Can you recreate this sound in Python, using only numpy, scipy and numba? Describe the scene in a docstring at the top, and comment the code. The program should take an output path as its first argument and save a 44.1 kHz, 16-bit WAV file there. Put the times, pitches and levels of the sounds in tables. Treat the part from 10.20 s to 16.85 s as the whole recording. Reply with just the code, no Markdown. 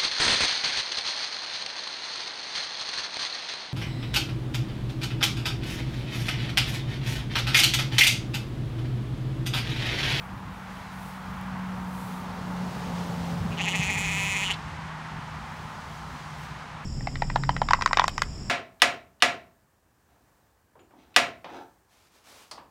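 """A pasture beside a country road, one hand-held microphone. Over low rumble and faintly rustling grass
a car drives up, engine humming and tyres roaring; it is nearest at 3.2 s, and its hum sinks as it passes.
The microphone takes a few soft bumps and puffs of wind. Just after the pass a sheep gives one quavering,
buzzy bleat of a second: its vocal folds snap shut in a train of clicks that ring in throat, nose and
mouth. Then the hum fades down the road while the tyre roar carries on."""
import sys
import numpy as np
from scipy import signal
from scipy.fft import rfft, irfft, next_fast_len
from scipy.io import wavfile
from scipy.ndimage import map_coordinates
from numba import njit

SR = 44100
rng = np.random.default_rng(int(sys.argv[2]) if len(sys.argv) > 2 else 0)


def dump(signal):
    """Clip the signal to [-1, 1] and save it as 16-bit WAV at the path in sys.argv[1]."""
    limited = np.clip(np.atleast_2d(signal).T, -1, 1)
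    pcm = np.round(limited * 32767).astype(np.int16)
    wavfile.write(sys.argv[1], SR, pcm)


N = 293204
T = np.arange(N) / SR

# quavers of the bleat, short squeezes of the larynx: t/s, depth (0-1)
QUAVERS = [(3.408, 1), (3.479, 0.97), (3.548, 0.98), (3.625, 0.69), (3.697, 0.75), (3.773, 0.75),
           (3.843, 0.34), (3.913, 0.32), (3.979, 0.28), (4.02, 0.13), (4.052, .22), (4.09, 0.36),
           (4.159, 0.56), (4.232, 0.52), (4.303, 0.9)]


def sheep():
    """One bleat: each quaver lifts the pitch and chokes the buzz, which flares as the larynx lets go."""
    # course of the bleat: t/s, pitch between quavers/Hz, mouth resonance/Hz, effort/dB
    bleat = [(3.33, 172.3, 2660, -32), (3.375, 166.1, 2930, -28), (3.403, 173.5, 2850, -30.5),
             (3.432, 171.1, 3090, -32.5), (3.455, 178.8, 2820, -29), (3.478, 182.2, 2750, -30.8),
             (3.51, 180.5, 2920, -29), (3.545, 184.7, 2710, -32), (3.595, 186.4, 2710, -30),
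             (3.625, 187.6, 2660, -30.5), (3.665, 189.9, 2630, -30.5), (3.74, 189.9, 2590, -31.5),
             (3.81, 193.5, 2540, -31.5), (3.89, 192.8, 2550, -31.5), (3.95, 193.8, 2590, -30),
             (4.01, 192.2, 2583, -29.5), (4.065, 191.8, 2630, -29.5), (4.12, 194.8, 2580, -29.5),
             (4.19, 191.6, 2654, -29.5), (4.232, 191.3, 2685, -27), (4.263, 184.2, 3000, -27.8),
             (4.3, 183, 2800, -29), (4.33, 174.3, 3330, -23.5)]
    pitch, mouth_hz, effort_db = in_time(bleat)
    mouth_rest_hz = 2594
    raised = np.log2(mouth_hz / mouth_rest_hz)   # octaves above rest
    choke = squeeze(delay=-0.0036, length=0.0099)
    voice = larynx(pitch, effort_db, raised, choke)
    voice = vocal_tract(voice, mouth_hz, mouth_rest_hz, raised, choke)
    return pasture(voice + peeps(), ground_s=0.00235, ground_db=-16.5, scatter_db=-15, t60=0.13)


def larynx(pitch, effort_db, raised, choke):
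    """The folds start abruptly, buzz and are cut off; the harder they snap shut, the more treble."""
    start_s, stop_s = 3.367, 4.318
    push = squeeze(delay=0, length=0.009)
    release = squeeze(delay=0.0048, length=0.0093) ** 2
    slack = squeeze(delay=0.021, length=0.0067) ** 2   # only deep quavers leave the voice slack
    level_db = effort_db + 6.3 * release + 0.3 * push ** 2 - 2.8 * slack
    envelope = ramp(start_s, 0.021) * (1 - ramp(stop_s, 0.015))
    pitch = pitch * (1 + 0.19 * push)
    voice = glottis(pitch, jitter=0.00699, shimmer_db=0.5, rasp=0.015, hiss=0.0085, spit=0.16)
    voice = voice * envelope * from_db(level_db)
    # the buzz takes a moment to build, and dulls as the mouth resonance rises
    snap_db = -0.3 - 24 * (1 - ramp(start_s, 0.055)) - 32 * raised
    snap_db += release - 13 * choke ** 1.65 + 4 * slack + 4 * flare(delay=0.0033, length=0.034)
    voice = treble(voice, 5000, snap_db)
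    edge_db = 0.08 * snap_db + 4.2 * release + 2.2 * drift(150) - 4.5   # no two closures are alike
    voice = treble(voice, 9300, edge_db)
    # the flow is cut off at each closure, so the pressure drops first
    return -signal.sosfilt(signal.butter(1, 380, "high", fs=SR, output="sos"), voice)


def glottis(pitch, jitter, shimmer_db, rasp, hiss, spit):
    """Each closure of the folds gives a click, a wet spit and a puff of turbulence, over a steady leak."""
    cycles = np.cumsum(pitch * (1 + jitter * drift(170))) / SR
    closures = np.interp(np.arange(1, int(cycles[-1])), cycles, np.arange(N))
    taps = np.clip(closures.astype(int)[:, None] + np.arange(-5, 7), 0, N - 1)
    clicks = np.zeros(N)
    clicks[taps] = np.sinc(taps - closures[:, None])
    turbulence = (rasp * np.exp(-(cycles % 1) / 0.49) + hiss) * rng.standard_normal(N)
    spray = spit * np.exp(-(cycles % 1) / 0.059) * rng.standard_normal(N)
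    spray = signal.sosfilt(signal.butter(2, 10000, "high", fs=SR, output="sos"), spray)
    return clicks * from_db(shimmer_db * drift(190)) + turbulence + spray


def vocal_tract(voice, mouth_hz, mouth_rest_hz, raised, choke):
    """Mouth, throat and nose resonate in series; each quaver pulls the mouth resonance down."""
    # the mouth opens slowly: t/s, lowest resonance/Hz, factor on the bright resonances, opening (0-1)
    gape = [(3.37, 860, .97, 0), (3.48, 855, 0.98, .1), (3.62, 865, 0.97, 0.5), (3.82, 866, 0.99, 0.7),
            (4.0, 940, 0.99, 1), (4.17, 929, 0.97, 0.91), (4.33, 880, 1.02, 0.83)]
    # resonances and a hollow of throat and nose: base f/Hz, width/Hz, gain/dB
    throat = [(396, 113, 17.5), (1420, 590, -11.5), (3260, 580, 9), (4180, 410, 3.5), (5730, 450, 3.5),
              (10400, 900, 0.5)]
    # bright resonances and hollows: base f/Hz, width/Hz, gain nearly shut/dB, gain wide open/dB
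    bright = [(6900, 640, 21, 21), (7400, 370, 6.5, 4.5), (7850, 220, -5, -3), (8050, 130, 11, 10),
              (9360, 230, 10.5, 12.5), (9920, 140, 10, 10.5), (11950, 700, 6, -2), (13500, 1300, 4, 6)]
    low_hz, stretch, opening = in_time(gape)
    wobble = 0.011   # share of a resonance's frequency
    quavering_hz = mouth_hz * (1 - 0.075 * squeeze(delay=-0.003, length=0.017) + wobble * drift(90))
    voice = resonance(voice, quavering_hz, 209, 29.2 - 2.9 * choke ** 2)
    lower_hz = 2137 * (quavering_hz / mouth_rest_hz) ** 0.26   # loosely follows the mouth
    voice = resonance(voice, lower_hz, 192, 14.4 + 0.5 * choke - 10 * raised + 0.8 * drift(90))
    quaver_ring_db = 6.1 + 7.9 * squeeze(delay=-0.003, length=0.011)
    voice = resonance(voice, 1840, 163, quaver_ring_db)
    push = squeeze(delay=0, length=0.009)
    voice = resonance(voice, low_hz, 108, 26.5 - 2 * opening + 3 * push ** 2 - 11 * raised)
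    for hz, width, db in throat:
        voice = resonance(voice, hz * (mouth_hz / 2550) ** 0.072, width, db)
    for hz, width, shut_db, open_db in bright:
        centre_hz = hz * stretch * (1 - 0.013 * choke + wobble * drift(30))
        voice = resonance(voice, centre_hz, width, shut_db + (open_db - shut_db) * opening)
    return voice


def squeeze(delay, length):
    """A bell-shaped swell for every quaver."""
    coarse = T[::20]
    bells = sum(depth * np.exp(-0.5 * ((coarse - s - delay) / length) ** 2) for s, depth in QUAVERS)
    return np.interp(T, coarse, bells)


def flare(delay, length):
    """A quick rise and a slow ebb after every quaver."""
    return sum(depth * ramp(s + delay, 0.005) * np.exp(-np.maximum(T - s - delay, 0) / length)
               for s, depth in QUAVERS)


def peeps():
    """A tiny peep before the bleat and a squeak after it: the folds flutter softly for a few cycles."""
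    # flutters: t/s, level/dB, half length/s, pitch/Hz, band centre/Hz, band width/Hz
    flutters = [(3.33, -42, 0.011, 176, 2640, 420), (4.341, -35.5, 0.0065, 442, 3200, 1900)]
    out = 0
    for s, db, length, pitch, hz, width in flutters:
        flutter = glottis(pitch, jitter=0.008, shimmer_db=2.5, rasp=0.02, hiss=0.007, spit=0)
        band = signal.butter(2, [hz - width / 2, hz + width / 2], "band", fs=SR, output="sos")
        out = out + swell(s, db, length) * rms_one(signal.sosfilt(band, flutter))
    return out


def pasture(x, ground_s, ground_db, scatter_db, t60):
    """The ground returns one quick echo; fence, shed and trees scatter a faint, dull tail."""
    ground = from_db(ground_db) * np.interp(T - ground_s, T, x)
    age = T[:SR // 2]
    tail = signal.sosfilt(signal.butter(2, 5000, fs=SR, output="sos"), rng.standard_normal(len(age)))
    tail *= from_db(-60 * age / t60)
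    return x + ground + from_db(scatter_db) * signal.fftconvolve(x, tail / np.linalg.norm(tail))[:N]


def car():
    """A car passes the microphone; engine and tread sink in pitch as it turns from coming to going."""
    pass_s, distance_s = 3.2, 1.65   # when it is nearest; its distance then, in driving time
    receding = (T - pass_s) / np.hypot(T - pass_s, distance_s)   # -1 coming, +1 going
    doppler = 1 - 0.1134 * receding
    return engine(doppler) + tyres(doppler)


def engine(doppler):
    """The hum carries from afar and wavers in the air; a whine and a low noise swell at close range."""
    # course of the hum: t/s, relative level/dB
    hum_level = [(0, -50), (.3, -47.5), (.7, -44.5), (1.05, -40.5), (1.3, -34.5), (1.8, -35.5), (2.12, -39),
                 (2.4, -32.5), (2.58, -39.5), (2.76, -32.5), (2.9, -36), (3.08, -32), (3.6, -36.5),
                 (4.1, -39.5), (4.5, -43.5), (4.8, -39.5), (5.2, -47), (5.55, -48), (5.9, -44.5),
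                 (6.65, -49)]
    # low engine orders, heard from afar: multiple of the hum, relative level/dB
    far_orders = [(1 / 2, -19), (1, 0), (4 / 3, -18.5)]
    # higher orders, heard close by: multiple of the hum, relative level/dB
    close_orders = [(7 / 3, -16), (8 / 3, -15)]
    # spectrum of the car's low noise: f/Hz, relative level/dB
    body_spectrum = [(150, 11.5), (235, 7), (320, -3.5), (470, -1), (650, -2), (850, -2.5), (1200, -15),
                     (2500, -42)]
    hum_db, = in_time(hum_level)
    passing_hum_hz = 171.3
    cycles = np.cumsum(passing_hum_hz * doppler * (1 + 0.00325 * drift(12))) / SR
    phase = 2 * np.pi * cycles
    close = swells([(2.95, -40.5, 0.8)], rest_db=-52)
    hum = sum(from_db(hum_db + db + 2.5 + 0.6 * drift(14)) * np.sin(order * phase)
              for order, db in far_orders)
    whine = sum(from_db(db + 3.5 * drift(18)) * np.sin(order * phase + 0.87 * drift(25))
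                for order, db in close_orders)
    body = from_db(3 + 0.88 * drift(16)) * noise(body_spectrum)
    return hum + close * (whine + body)


def tyres(doppler):
    """The tyres roar and hiss on the road, and their tread sings in a narrow, sinking band of noise."""
    # relative levels along the road: t/s, roar/dB, upper roar/dB, hiss/dB
    levels = [(0.2, -47.5, -54.5, -63.5), (.55, -48, -51.5, -58.5), (1.0, -46.5, -53, -59),
              (1.35, -43, -49.5, -61), (1.6, -45.5, -54, -59), (1.85, -45.5, -54.5, -57),
              (2.5, -44.5, -52, -55), (3.7, -46.5, -50, -52.5), (4.7, -44.5, -47.5, -57.5),
              (5.3, -45.5, -50, -57), (5.8, -45.5, -53.5, -55), (6.25, -46.5, -49.5, -55),
              (6.65, -46, -50.3, -61.5)]
    # spectra of the roar, its brighter part and the hiss: f/Hz, relative level/dB
    roar_spectrum = [(450, -17.5), (680, -5), (850, 1.5), (1050, 1), (1400, -2.5), (1800, -11.5),
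                     (2500, -17), (4500, -30.5)]
    upper_spectrum = [(1000, -7), (1600, 1.5), (2000, 0), (2500, -5.5), (3200, -9.5), (5000, -24)]
    hiss_spectrum = [(1500, -14), (2400, -1.5), (3200, 1), (4500, -1), (6500, -5.5), (9000, -13),
                     (15000, -32)]
    roar_db, upper_db, hiss_db = in_time(levels)
    roar = from_db(roar_db + 3 + 0.45 * drift(12)) * noise(roar_spectrum)
    roar += from_db(upper_db + 2) * noise(upper_spectrum)
    hiss_gain = swells([(2.79, -53, 0.28)], rest_db=hiss_db)   # swells as the car drives up
    hiss = hiss_gain * from_db(2.5 + 0.5 * drift(18)) * noise(hiss_spectrum)
    tread_hz, width_hz = 832 * doppler, 98
    tread = two_pole(noise(roar_spectrum), 2 * np.pi * tread_hz / SR, np.exp(-np.pi * width_hz / SR))
    return roar + hiss + swell(s=2.4, db=-48, length=0.66) * rms_one(tread)


def bumps():
    """Soft bumps on the hand-held microphone, each a low thud of a few cycles."""
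    # thuds: t/s, level/dB, f/Hz, half length/s
    thuds = [(3.205, -30, 89, .012), (3.257, -23.5, 197, 0.0078), (3.284, -29, 115, 0.01),
             (3.6, -18.5, 157, 0.0053), (5.456, -30.5, 120.2, 0.0033)]
    return sum(swell(s, db, length) * np.cos(2 * np.pi * hz * (T - s)) for s, db, hz, length in thuds)


def rumble():
    """An uneven low rumble of road and air."""
    # course of the rumble: t/s, level/dB
    levels = [(0, -43.5), (4.2, -45.5), (4.6, -45), (6.65, -47)]
    # its spectrum: f/Hz, relative level/dB
    spectrum = [(20, -23), (40, -10), (60, 0.5), (80, -1.5), (110, -3), (145, -1), (200, -5), (245, -11),
                (320, -18), (600, -44)]
    level_db, = in_time(levels)
    return from_db(level_db + 2.9 * drift(22) + 1.6 * drift(5)) * noise(spectrum)


def wind():
    """Low puffs of wind on the microphone."""
    # puffs: t/s, level/dB, half length/s
    puffs = [(1.55, -44, 0.15), (3.26, -36, 0.06), (3.87, -37.5, 0.21)]
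    # their spectrum: f/Hz, relative level/dB
    spectrum = [(20, -28), (45, -2), (80, 3.5), (115, 0), (150, 2), (220, -13), (320, -16), (600, -45)]
    return swells(puffs, rest_db=-58) * from_db(2 * drift(22.15)) * noise(spectrum)


def grass():
    """A faint, high rustle that comes in swells, and two stalks that snap."""
    # rustles: t/s, level/dB, half length/s
    rustles = [(0.03, -63, 0.053), (.87, -57.5, 0.066), (.95, -63.5, 0.89), (1.85, -55.5, 0.15),
               (2.85, -59, 0.58), (4.02, -55, 0.18), (5.65, -66.5, 0.47), (6.22, -66, .06)]
    # dry ticks of the stalks: t/s, level/dB
    ticks = [(1.165, -56), (1.213, -49)]
    # spectrum of both: f/Hz, relative level/dB
    spectrum = [(3000, -23), (6500, -1), (9000, 4), (12000, 2), (16000, 2)]
    snaps = sum(from_db(db) * np.exp(-np.abs(T - s) / 0.00089) for s, db in ticks)
    return (swells(rustles, rest_db=-85) * from_db(drift(12)) + snaps) * noise(spectrum)


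def from_db(db):
    """Decibels to gain."""
    return 10 ** (np.asarray(db) / 20)


def rms_one(x):
    """Scale to unit power."""
    return x / np.sqrt(np.mean(x ** 2) + 1e-20)


def in_time(rows):
    """One curve for each column after the time, joined by straight lines."""
    s, *columns = np.transpose(rows)
    return [np.interp(T, s, c) for c in columns]


def ramp(s, length):
    """Goes from 0 to 1, starting at s."""
    return np.clip((T - s) / length, 0, 1)


def swell(s, db, length):
    """A bell-shaped rise and fall of gain around a moment."""
    return from_db(db) * np.exp(-0.5 * np.minimum(((T - s) / length) ** 2, 100))


def swells(rows, rest_db):
    """Gain that swells above a resting level; rows are t/s, level/dB, half length/s."""
    return np.sqrt(from_db(rest_db) ** 2 + sum(swell(s, db, length) ** 2 for s, db, length in rows))


def drift(rate):
    """A smooth random curve that changes about rate times a second; spread about 1."""
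    knots = rng.standard_normal(4000)
    positions = np.arange(0, N, 20) / SR * rate + 5
    return map_coordinates(knots, [positions], order=3, mode="wrap").repeat(20)[:N]


def noise(spectrum):
    """Noise with the given colour; rms 1."""
    hz, db = np.transpose(spectrum)
    size = next_fast_len(N)
    bins = np.maximum(np.fft.rfftfreq(size, 1 / SR), 1)
    skirts = np.minimum(bins / hz[0], 1) ** 2 * np.minimum(hz[-1] / bins, 1) ** 2
    colour = from_db(np.interp(np.log(bins), np.log(hz), db)) * skirts
    return rms_one(irfft(rfft(rng.standard_normal(size)) * colour, size)[:N])


@njit
def two_pole(x, angle, radius):
    """Band-pass with a moving centre and gain 1 on top."""
    y = np.zeros(len(x))
    for i in range(2, len(x)):
        drive = (1 - radius ** 2) / 2 * (x[i] - x[i - 2])
        y[i] = drive + 2 * radius * np.cos(angle[i]) * y[i - 1] - radius ** 2 * y[i - 2] + 1e-18
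    return y


def resonance(x, hz, width, db):
    """Lifts (or hollows) one band and lets the rest pass; centre and lift may be curves."""
    band = two_pole(x, 2 * np.pi * hz / SR * np.ones(N), np.exp(-np.pi * width / SR))
    return x + (from_db(db) - 1) * band


def treble(x, corner_hz, db):
    """Raises or lowers everything above the corner."""
    low, high = (np.tile(signal.butter(2, corner_hz, kind, fs=SR, output="sos"), (2, 1))
                 for kind in ("low", "high"))
    return signal.sosfilt(low, x) + from_db(db) * signal.sosfilt(high, x)


def scene():
    """Pasture and road reach one microphone."""
    return (sheep() + car() + rumble() + wind() + grass() + bumps())[None]


def record(dry):
    """The top is cut steeply."""
    cutoff_hz = 15700
    return signal.sosfilt(signal.ellip(12, 0.1, 90, cutoff_hz, fs=SR, output="sos"), dry)


dry = scene()
out = record(dry)
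dump(out)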